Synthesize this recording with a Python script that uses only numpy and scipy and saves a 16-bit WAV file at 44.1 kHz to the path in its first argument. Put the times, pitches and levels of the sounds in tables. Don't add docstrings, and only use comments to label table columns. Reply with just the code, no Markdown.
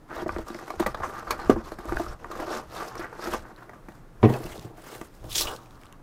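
import sys
import numpy as np
from scipy import signal
from scipy.fft import rfft, irfft
from scipy.io import wavfile

SR = 44100
rng = np.random.default_rng(int(sys.argv[2]) if len(sys.argv) > 2 else 0)


def wav_out(sig):
    wavfile.write(sys.argv[1], SR, np.round(np.clip(np.atleast_2d(sig).T, -1, 1) * 32767).astype(np.int16))


def linear_from_db(decibels):
    return 10 ** (np.asarray(decibels, float) / 20)


N = 265482

# pitch in Hz, level in dB per Hz.
ROOM_AIR = [(15, -15), (25, 12), (64, -20), (120, -1), (300, -9), (1300, -17), (2990, -33), (16000, -41)]
# pitch in Hz, width in Hz, level in dB.
HUM = [(120.5, 8, -60), (305, 14, -64)]
# pitch in Hz, level in dB, time to fade 60 dB in s.
BOX_PANELS = [(225, -17.5, 0.062), (320, -26.5, 0.1), (342.3, -6.5, 0.042), (420, -12, 0.019),
              (596, -4.5, 0.013), (703, 0.5, 0.011), (903, 1, 0.0098), (1180, 1.5, 0.012),
              (1450, 0, 0.0093), (1563, 6.5, 0.0046), (1904, -2, 0.014), (2190, -12, 0.064),
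              (2320, -13.5, 0.0061)]
# start in seconds, peak in dB, strongest panel in Hz, crack in dB relative to the peak,
# slip length in seconds.
CARD_SNAPS = [(0.098, -44, 270, -35, .004), (0.108, -29.5, 1270, -40, 0.0032), (.188, -28, 596, -30, 0.026),
              (0.217, -23, 348, -38, 0.014), (.261, -16.5, 338, -52, 0.0084),
              (0.292, -13.5, 1180, -47, 0.0014), (0.35, -33, 1000, -31, .003),
              (0.363, -19, 395, -43, 0.0012), (0.385, -23, 350, -31, 0.0073),
              (0.482, -29.5, 1130, -14.5, 0.004), (0.502, -24.5, 317, -26, 0.0016),
              (0.547, -26, 315, -32, 0.004), (0.588, -29, 1210, -25, 0.0035), (0.679, -26, 900, -22, 0.004),
              (0.703, -18, 674, -24, 0.0031), (0.7964, -12, 594, -22.5, 0.0043),
              (0.801, -12, 346, -22.5, 0.0054), (0.825, -16.5, 800, -30, 0.0033),
              (0.8619, -13, 980, -20, 0.0079), (0.866, -17, 358, -20, 0.0036),
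              (0.945, -18.5, 1015, -32, 0.0048), (1.001, -26, 630, -38, 0.0061),
              (1.021, -22.5, 1180, -44, 0.016), (1.033, -17, 1180, -31, 0.019),
             (1.097, -28, 1180, -35, 0.0053), (1.135, -29.5, 1100, -20, 0.02),
             (1.271, -23.5, 1150, -36, 0.043), (1.306, -12, 1290, -14.5, 0.0071),
             (1.391, -26, 1270, -35, 0.024), (1.447, -41, 368, -27, 0.0032),
             (1.498, -13, 1170, -24.5, 0.0076), (1.51, -25, 1190, -26, 0.0061),
             (1.56, -17.5, 313, -42, 0.013), (1.718, -24.5, 313, -24, 0.0039),
             (1.786, -24, 386, -21.5, 0.0061), (1.854, -27.5, 330, -20, 0.0014),
             (1.892, -27, 1140, -28, 0.0082), (1.922, -18.5, 342, -49, 0.0018),
             (1.9225, -15, 850, -32, 0.00072), (1.97, -13, 1350, -39, 0.0015),
             (1.996, -16, 320, -27, 0.0063), (2, -26, 800, -30, .003), (2.063, -26, 1200, -28, .004),
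              (2.244, -24, 1090, -31, 0.0024), (2.312, -24, 1180, -21.5, 0.0083),
              (2.351, -27.5, 1150, -29, .008), (2.399, -23, 1000, -27, 0.006), (2.42, -28, 850, -35, 0.011),
              (2.481, -27, 600, -26, .004), (2.529, -22, 1310, -35, 0.011), (2.8, -23.5, 1240, -35, 0.012),
              (2.818, -27.5, 1150, -35, 0.013), (2.953, -25, 1210, -18.5, 0.0024),
              (2.993, -23.5, 330, -22, 0.0042), (3.013, -26.5, 1440, -35, 0.0053),
              (3.043, -23, 1600, -29, .008), (3.128, -27.5, 1090, -30, 0.0042),
              (3.193, -24, 480, -38, 0.0023), (3.271, -21, 395, -25, 0.016), (3.335, -16, 910, -21, 0.0064),
              (3.344, -15, 700, -28, 0.0061), (3.694, -28.5, 880, -27, 0.002),
              (3.733, -34.5, 746, -28, 0.023), (3.885, -29, 484, -26, 0.0045),
              (4.341, -24, 1000, -28, 0.0063), (4.699, -37, 296, -35, 0.021), (4.78, -36, 710, -40, 0.0084),
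              (5.013, -23.5, 607, -21, 0.0025), (5.242, -33.5, 390, -31, 0.0031)]
# start in seconds, hold in seconds, pressure in dB,
# small panels in dB over the pressure, sliding hiss in dB over the pressure.
FINGER_RUBS = [(.105, 0.085, -39, 1.5, -19), (.15, 0.079, -37.5, -0.5, -10.5), (.28, 0.14, -44, 1, -9),
               (.47, .17, -44.5, 0, -6.5), (.66, 0.1, -42, -6, -11.5), (.80, 0.033, -44, 12.5, -1.5),
               (.87, 0.044, -42, 2, -8), (.97, 0.037, -37, -1, -17.5), (1.03, 0.084, -36.5, -12, -12.5),
               (1.14, 0.07, -41.5, 8, -10.5), (1.23, 0.16, -42.5, -0.5, -12.5),
               (1.31, 0.02, -31.5, 3.5, -13.5), (1.39, 0.086, -38.5, 4.5, -13),
               (1.5, 0.026, -39.5, 8.5, -5.5), (1.58, 0.035, -38, -2, -18.5),
               (1.65, 0.038, -43.5, 2.5, -6.5), (1.72, 0.02, -43, -0.5, -9.5),
               (1.79, 0.068, -44.5, 3, -10.5), (1.88, 0.051, -39, 2.5, -8.5),
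               (1.96, 0.081, -36, -2.5, -9.5), (2.07, 0.059, -39, 2, -12), (2.2, 0.069, -46, -6, -14)]
# start in seconds, hold in seconds, pressure in dB,
# small panels in dB over the pressure, sliding hiss in dB over the pressure.
TRAY_TUGS = [(2.32, 0.05, -41, 1, -11.5), (2.40, 0.039, -34, -1, -11.5), (2.51, 0.059, -29, 0, -11.5),
             (2.76, 0.069, -35, -2, -8.5), (2.81, 0.074, -38.5, 0, -8), (2.97, 0.035, -39, 2.5, -11),
             (3.03, 0.0063, -37.5, 5, -18), (3.13, 0.0064, -42.5, 2.5, -17), (3.24, 0.029, -33.5, 0, -7.5),
             (3.33, 0.0077, -31.5, -4, -6.5), (3.44, 0.066, -47.5, 1, -17)]
# start in seconds, hold in seconds,
# pressure in dB, small panels in dB over the pressure, sliding hiss in dB over the pressure.
BOX_MOVES = [(3.58, 0.053, -50.5, 4.5, -12.5), (3.70, 0.047, -49, -3, -23), (3.89, 0.066, -59, 6, -3.5),
             (4.24, 0.06, -49.5, 1, -7), (4.29, 0.077, -29, -10, -18), (4.42, 0.14, -42, -7, -6),
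             (4.62, 0.038, -45.5, -16, -9), (4.77, 0.049, -49, -9, -8), (4.86, 0.091, -44, -1.5, -3.5),
             (4.96, 0.088, -51, -10, -4.5), (5.15, 0.029, -60.5, -14, 1), (5.25, 0.046, -44.5, -7, -12),
             (5.44, 0.014, -37.5, 2, -23), (5.48, 0.041, -35, 1, -8), (5.62, 0.033, -51, -3, -11),
             (5.72, 0.043, -60, 8.5, -6.5), (5.81, 0.059, -57, 4.5, -8), (5.925, .004, -65, 16.5, -17)]
# start in seconds, hold in seconds, pressure in dB,
# small panels in dB over the pressure, sliding hiss in dB over the pressure.
SKIDS = [
    (5.3, 0.03, -56.5, 4, 15),
    (5.356, 0.059, -40.5, -6.5, 15.7),
    (5.33, 0.016, -54.5, 0, 19.5),
    (5.43, 0.026, -58, 0, 17.6),
]
# time in seconds, pitch in Hz.
GRIP = [
    (0, 1295),
    (2.4, 1180),
    (2.98, 1220),
    (3.05, 1650),
    (3.15, 1350),
    (6.02, 1100),
]
# pitch in Hz, level in dB per Hz.
CARD_HISS = [(1290, 8), (2200, 0.5), (3070, -3.5), (5390, -3), (10600, -12), (11800, -10), (16000, -18.5)]
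# pitch in Hz, level in dB per Hz.
BAG_HISS = [(1290, 6.5), (2200, 4), (2370, -0.5), (2780, -0.5), (13100, -7.5), (16000, -6)]
# pitch in Hz, level in dB per Hz.
SWIVEL_HISS = [(1060, -26), (2120, -11), (3320, -2.5), (4530, -6), (5200, -3.5), (10100, -11.5),
               (15100, -12.5), (16000, -2)]
# start in seconds, hold in seconds, level in dB.
SHOVES = [(0.13, 0.098, -48), (0.25, 0.045, -40), (0.36, 0.022, -40), (0.79, 0.12, -43.5),
          (1.005, 0.085, -45), (1.29, 0.016, -41.5), (1.448, 0.019, -40), (1.509, 0.016, -28.5),
          (1.723, 0.044, -41), (1.902, 0.064, -32.5), (2.062, 0.041, -43.5), (2.235, 0.17, -50),
          (2.607, 0.1, -50), (2.986, .02, -43), (3.297, 0.13, -44.5), (3.812, 0.22, -58),
          (4.237, 0.055, -38), (4.446, 0.071, -45), (4.6, 0.11, -57), (4.997, 0.036, -49.5),
          (5.247, 0.12, -44), (5.456, 0.022, -44), (5.69, 0.25, -55.5)]
# start in seconds, pitch in Hz, peak in dB, length in seconds.
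CATCHES = [(0.164, 3820, -43, 0.0092), (.194, 3300, -42, .01), (.292, 3220, -49, .004),
           (.5004, 3750, -42, 0.0038), (0.544, 2090, -33, 0.0041), (.56, 5100, -45, .004),
           (0.703, 4040, -43, 0.0048), (.798, 3700, -41, 0.0056), (0.818, 3700, -40, 0.0092),
           (.944, 3700, -39, 0.0064), (.945, 5050, -42, .005), (1.034, 6100, -44, 0.038),
           (1.278, 4300, -44, .012), (1.306, 4300, -25.5, .006), (1.307, 2230, -24.5, .008),
           (1.396, 4200, -42.5, 0.034), (1.717, 4200, -45, .006), (2.08, 5370, -42, 0.017),
           (2.313, 4000, -40, .008), (2.515, 5500, -34, .015), (2.707, 4100, -46, .004),
           (2.976, 5570, -37, 0.0055), (3.32, 3320, -35.5, .012), (4.235, 1910, -30, 0.025),
           (4.247, 2620, -32.5, 0.014), (4.242, 3530, -41, .008), (4.285, 1950, -34, 0.014),
           (4.293, 3280, -41, .01), (4.335, 2620, -34, 0.0066), (4.459, 2750, -40, .008),
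           (4.517, 3300, -42, .008), (4.527, 2780, -43, 0.011), (4.518, 1990, -40.5, 0.012),
           (5.304, 3760, -42, .01), (5.315, 3540, -28.5, .008), (5.349, 3450, -22, 0.017),
           (5.362, 6900, -23, 0.0069), (5.378, 5200, -18.5, .012), (5.382, 6000, -23, 0.011),
           (5.404, 7960, -27, .01), (5.416, 4080, -22, 0.0071), (5.469, 3020, -25, .012)]
# start in seconds, peak in dB, pitch in Hz.
TICKS = [(0.2816, -41, 5000), (0.3842, -37.5, 3500), (.481, -42, 4470), (.546, -33.5, 4850),
         (.678, -48, 4000), (1.4473, -41, 4000), (1.4993, -27, 3500), (1.512, -34, 3500),
         (1.9456, -45, 5000), (1.968, -41, 3800), (1.989, -40, 5800), (2.925, -46, 5000),
         (2.9533, -50, 6000), (3.1951, -48, 4540), (3.562, -45, 4040), (3.8874, -56, 3000),
         (3.9214, -52, 3500), (4.328, -39, 2600), (4.339, -38, 4300), (4.4373, -42, 2200),
         (4.4413, -36, 5040), (4.578, -40, 4050), (4.5803, -44, 6200), (4.595, -35, 3500),
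         (4.596, -45, 7000), (5.013, -38, 2930), (5.2419, -48, 4750), (5.5374, -38, 4000),
         (5.563, -33.5, 3800), (5.6595, -46, 2630), (5.7086, -45, 2900), (5.7548, -54, 4360),
         (5.815, -48, 2400), (5.835, -41, 2750), (5.856, -45, 2980), (5.867, -45, 3600),
         (5.9257, -40, 2440)]
# start in seconds, blow in dB, contact hardness in Hz.
TAB_POP = [
    (1.4955, -2, 600),
    (1.5003, -8, 2200),
    (1.511, -20, 1200),
]
# pitch in Hz, level in dB, time to fade 60 dB in s.
FRONT_PANEL = [(120, -18, .1), (200, -13, .03), (285, -8, .04), (367, 0, .036), (540, -12, .04),
               (711, -5, .035), (1203, -10, .045), (1540, -20, .04)]
# start in seconds, blow in dB, contact hardness in Hz.
KNOCKS = [(4.229, -9.5, 2160), (4.2338, -10, 1570), (4.242, -8.5, 1610), (4.252, -8, 1210),
          (4.283, -16, 600), (4.30, -13, 595), (4.325, -24, 900), (4.345, -31, 1000), (4.40, -30, 800),
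          (4.45, -28.5, 600), (4.575, -30, 396), (4.645, -30, 403)]
# pitch in Hz, level in dB, time to fade 60 dB in s.
DESK = [(213, -10, .08), (228, -24, .25), (255, -14, .06), (301, -9, .16), (360, -13, .1), (403, -5, .07),
        (448, -11, .12), (480, -23, .2), (587, -17, .08), (703, -7, .04), (770, -14, .05), (958, -12, .05),
        (1082, -21, .1), (1200, -15, .04)]
# start in seconds, blow in dB, contact hardness in Hz.
THUDS = [
    (4.2285, -11, 500),
    (4.2372, -8, 500),
    (4.2458, -13, 500),
    (4.44, -32, 400),
    (4.575, -31, 400),
    (4.645, -31, 400),
    (5.243, -31, 400),
]
# pitch in Hz, level in dB, time to fade 60 dB in s.
DESK_FLEX = [(104, -12, .25), (116, -1, .055), (127.5, -11, .33), (163, -10, .2)]

ROOM_AIR_DB, AIR_SWAY_DB = -45.5, 0.8
BIG_FOCUS_DB, SMALL_FOCUS_DB = 10.5, 40.5
SMALL_ABOVE_HZ = 1020
CRACK_RISE_S, CRACK_HZ = .003, 4500
FINGER_SLOPES, TUG_SLOPES, MOVE_SLOPES = (680, 500), (217, 263), (320, 240)
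SKID_SLOPES, SHOVE_SLOPES = (1100, 500), (250, 160)
BAG_FROM_S, SWIVEL_FROM_S = 3.53, 5.2
PATCHY_DB = 2.0
CRACKLE_DB, CRACKLES_PER_S = -8, 900
GRIT_DB, GRIT_PER_S = 1.8, 90
DESK_REST_DB = -66
TICK_SPAN, TICK_BROAD_DB = 1.3, -5
CATCH_CYCLES, CATCH_RISE_S = 26, .003
ROOM_T60_S, ROOM_DB, WALL_CUT_HZ = 0.14, -16.5, 4200


def rms_one(x):
    return x / np.sqrt(np.mean(x ** 2) + 1e-20)


def drift(rate):
    r = np.exp(-2 * np.pi * rate / SR)
    warm_up = 9000
    wander = signal.lfilter([1], [1, -2 * r, r * r], rng.standard_normal(N + warm_up))
    return rms_one(wander[warm_up:])


def ring(x, hz, t60):
    r, w = linear_from_db(-60 / (t60 * SR)), 2 * np.pi * hz / SR
    return signal.lfilter([0, np.sin(w)], [1, -2 * r * np.cos(w), r * r], x + 1e-18)


def band(x, low_hz, high_hz, order=2):
    sos = signal.butter(order, [low_hz, min(high_hz, .45 * SR)], "band", fs=SR, output="sos")
    return signal.sosfilt(sos, x)


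def colour(x, spectrum):
    hz, level_db = np.transpose(spectrum)
    log_hz = np.log(np.arange(N // 2 + 1) * SR / N + 1)
    gain = linear_from_db(np.interp(log_hz, np.log(hz), level_db))
    return rms_one(irfft(rfft(x) * gain, N))


def grains(per_s, spread_db, clump_db, clump_rate):
    sizes = linear_from_db(spread_db * np.minimum(rng.exponential(1, N), 4)) * rng.choice([-1, 1], N)
    happens = rng.random(N) < per_s / SR
    return sizes * happens * linear_from_db(clump_db * drift(clump_rate))


def add(out, s, sound):
    at = round(s * SR)
    out[at:at + len(sound)] += sound[:N - at]


def swell(start, hold, level_db, slopes):
    s = np.arange(0, N, 32)[:, None] / SR
    rise, fall = slopes
    under_db = rise * np.maximum(start - s, 0) + fall * np.maximum(s - start - hold, 0)
    power = np.sum(linear_from_db(level_db - under_db) ** 2, axis=1)
    return np.interp(np.arange(N) / SR, s[:, 0], power)


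def background():
    hum = 0
    for hz, width, db in HUM:
        t60 = np.log(1000) / np.pi / width
        hum = hum + linear_from_db(db) * rms_one(ring(rng.standard_normal(N), hz, t60))
    air = colour(rng.standard_normal(N), ROOM_AIR) * linear_from_db(AIR_SWAY_DB * drift(1.6))
    return linear_from_db(ROOM_AIR_DB - 6.5) * air + hum


def snaps():
    out, t = np.zeros(N), np.arange(6000) / SR
    for s, peak_db, hz, crack_db, slip_s in CARD_SNAPS:
        focus_db = SMALL_FOCUS_DB if hz > SMALL_ABOVE_HZ else BIG_FOCUS_DB
        fade = np.exp(-t / np.clip(slip_s, .0005, .03))
        slips = rng.standard_normal((3, len(t))) * fade
        luck_db = rng.normal(0, 3.2, len(BOX_PANELS))
        body = 0
        for k, (mode_hz, db, t60) in enumerate(BOX_PANELS):
            near_db = db - focus_db * abs(np.log2(mode_hz / hz))
            body = body + linear_from_db(near_db + luck_db[k]) * ring(slips[k % 2], mode_hz, 1.42 * t60)
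        body = band(body, 190, min(4.9 * hz, 2600), order=3)
        crack = band(slips[2] * fade ** 0.08 * np.minimum(t / CRACK_RISE_S, 1), 1700, 15200)
        bright_hz = np.clip(CRACK_HZ * linear_from_db(.6 * luck_db[0]), 2500, 10000)
        crack = crack + .8 * band(crack, bright_hz, 1.6 * bright_hz)
        snap = body / abs(body).max() + linear_from_db(crack_db + 8) * crack / abs(crack).max()
        add(out, s, linear_from_db(peak_db - 2.5) * snap)
    return out


def gestures():
    power = np.full((3, N), 1e-12)
    motions = ((FINGER_RUBS, FINGER_SLOPES), (TRAY_TUGS, TUG_SLOPES),
               (BOX_MOVES, MOVE_SLOPES), (SKIDS, SKID_SLOPES))
    for rows, slopes in motions:
        start, hold, press_db, small_db, hiss_db = np.transpose(rows)
        power += [swell(start, hold, press_db + over_db, slopes) for over_db in (0, small_db, hiss_db)]
    return 10 * np.log10(power)


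def rubbing(card_db, small_db, grip_hz):
    slips = [grains(2500, spread_db=3.0, clump_db=4.0, clump_rate=60) for _ in range(3)]
    rung = []
    for k, (hz, db, t60) in enumerate(BOX_PANELS):
        damping = 0.45 if k < 6 else 0.9
        rung.append((-1) ** k * ring(slips[k % 3], hz, damping * t60))
    big = sum(linear_from_db(db) * x for (hz, db, t60), x in zip(BOX_PANELS[:6], rung))
    big = band(big, 98, 4400)
    share = np.array([linear_from_db(0.4 * db - 26 * abs(np.log2(hz / grip_hz))) for hz, db, t60 in BOX_PANELS[6:]])
    small = sum(part * rms_one(x) for part, x in zip(share, rung[6:]))
    small = small / np.sqrt(np.sum(share ** 2, axis=0))
    return linear_from_db(card_db - 3.5) * rms_one(big) + linear_from_db(small_db - 6.0) * small


def surface_hiss(hiss_db):
    edges_hz = [1000, 2400, 3300, 4400, 5700, 7300, 9500, 12500, 17000]
    fine = 0
    for low, high in zip(edges_hz, edges_hz[1:]):
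        region = band(grains(9000, spread_db=2.5, clump_db=1.3, clump_rate=50), low, high)
        fine = fine + region * linear_from_db(PATCHY_DB * drift(18))
    crackle = rms_one(grains(CRACKLES_PER_S, spread_db=4.0, clump_db=7.0, clump_rate=20))
    fine = rms_one(fine) + linear_from_db(CRACKLE_DB) * crackle
    s = np.arange(N) / SR
    surface = (s > BAG_FROM_S).astype(int) + (s > SWIVEL_FROM_S)
    hiss = np.choose(surface, [colour(fine, c) for c in (CARD_HISS, BAG_HISS, SWIVEL_HISS)])
    return linear_from_db(hiss_db - 0.56 + GRIT_DB * drift(GRIT_PER_S)) * hiss


def rumble(rumble_db):
    shaking = band(rng.standard_normal(N), 6.4, 68) * linear_from_db(2.5 * drift(10))
    return linear_from_db(rumble_db + 1.0) * rms_one(shaking)


def edge_catches():
    out, t = np.zeros(N), np.arange(3000) / SR
    for s, hz, peak_db, length_s in CATCHES:
        scrape = rng.standard_normal(len(t)) * np.exp(-t / length_s) * np.minimum(t / CATCH_RISE_S, 1)
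        chirp = ring(scrape, hz, CATCH_CYCLES / hz)
        add(out, s, linear_from_db(peak_db) * chirp / abs(chirp).max())
    return out


def tray_ticks():
    out, t = np.zeros(N), np.arange(3000) / SR
    for s, peak_db, hz in TICKS:
        click = rng.standard_normal(len(t)) * np.exp(-t / 0.001)
        pop = band(click, hz / TICK_SPAN, hz * TICK_SPAN)
        pop = pop + linear_from_db(TICK_BROAD_DB) * band(click, 1700, 8100, order=1)
        add(out, s, linear_from_db(peak_db + 2.5) * pop / abs(pop).max())
    return out


def strike(blows, body):
    out, t = np.zeros(N), np.arange(12000) / SR
    for s, blow_db, hard_hz in blows:
        rattle = rng.standard_normal(len(t)) * np.exp(-t / 0.0083)
        soft = np.exp(-2 * np.pi * hard_hz / SR)
        push = signal.lfilter([(1 - soft) ** 2], [1, -2 * soft, soft ** 2], 0.057 * rattle + (t == 0))
        luck_db = rng.normal(0, 1, len(body))
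        modes = 0
        for k, (hz, db, t60) in enumerate(body):
            modes = modes + (-1) ** (k // 2) * linear_from_db(db + luck_db[k]) * ring(push, hz, t60)
        edge = linear_from_db(-17) * hard_hz / 1000 * band(rattle, 790, 2430)
        add(out, s, linear_from_db(blow_db) * (band(modes, 92, 9000) + edge))
    return out


def knocks():
    return strike(TAB_POP, FRONT_PANEL) + strike(KNOCKS, DESK) + strike(THUDS, DESK_FLEX)


def room(x):
    t = np.arange(SR // 2) / SR
    tail = rng.standard_normal(len(t)) * linear_from_db(-60 * t / ROOM_T60_S) * (t > .006)
    tail = band(tail, 140, WALL_CUT_HZ, order=1)
    return linear_from_db(ROOM_DB) * signal.fftconvolve(x, tail / np.sqrt(np.sum(tail ** 2)))[:N]


def scene():
    card_db, small_db, hiss_db = gestures()
    grip_hz = np.interp(np.arange(N) / SR, *np.transpose(GRIP))
    desk_db = 10 * np.log10(swell(*np.transpose(SHOVES), SHOVE_SLOPES) + linear_from_db(DESK_REST_DB) ** 2)
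    hits = snaps() + edge_catches() + tray_ticks() + knocks()
    near = hits + rubbing(card_db, small_db, grip_hz) + surface_hiss(hiss_db)
    return (near + room(near) + rumble(desk_db) + background())[None]


def band_limit(x):
    return signal.sosfilt(signal.butter(12, 16480, fs=SR, output="sos"), x)


def record(dry):
    clipped = np.clip(dry, -.96, .96)
    top_cut = signal.cheby2(12, 70, 16750, fs=SR, output="sos")
    mix = signal.sosfilt(top_cut, clipped)
    return band_limit(mix)


dry = scene()
out = record(dry)
wav_out(out)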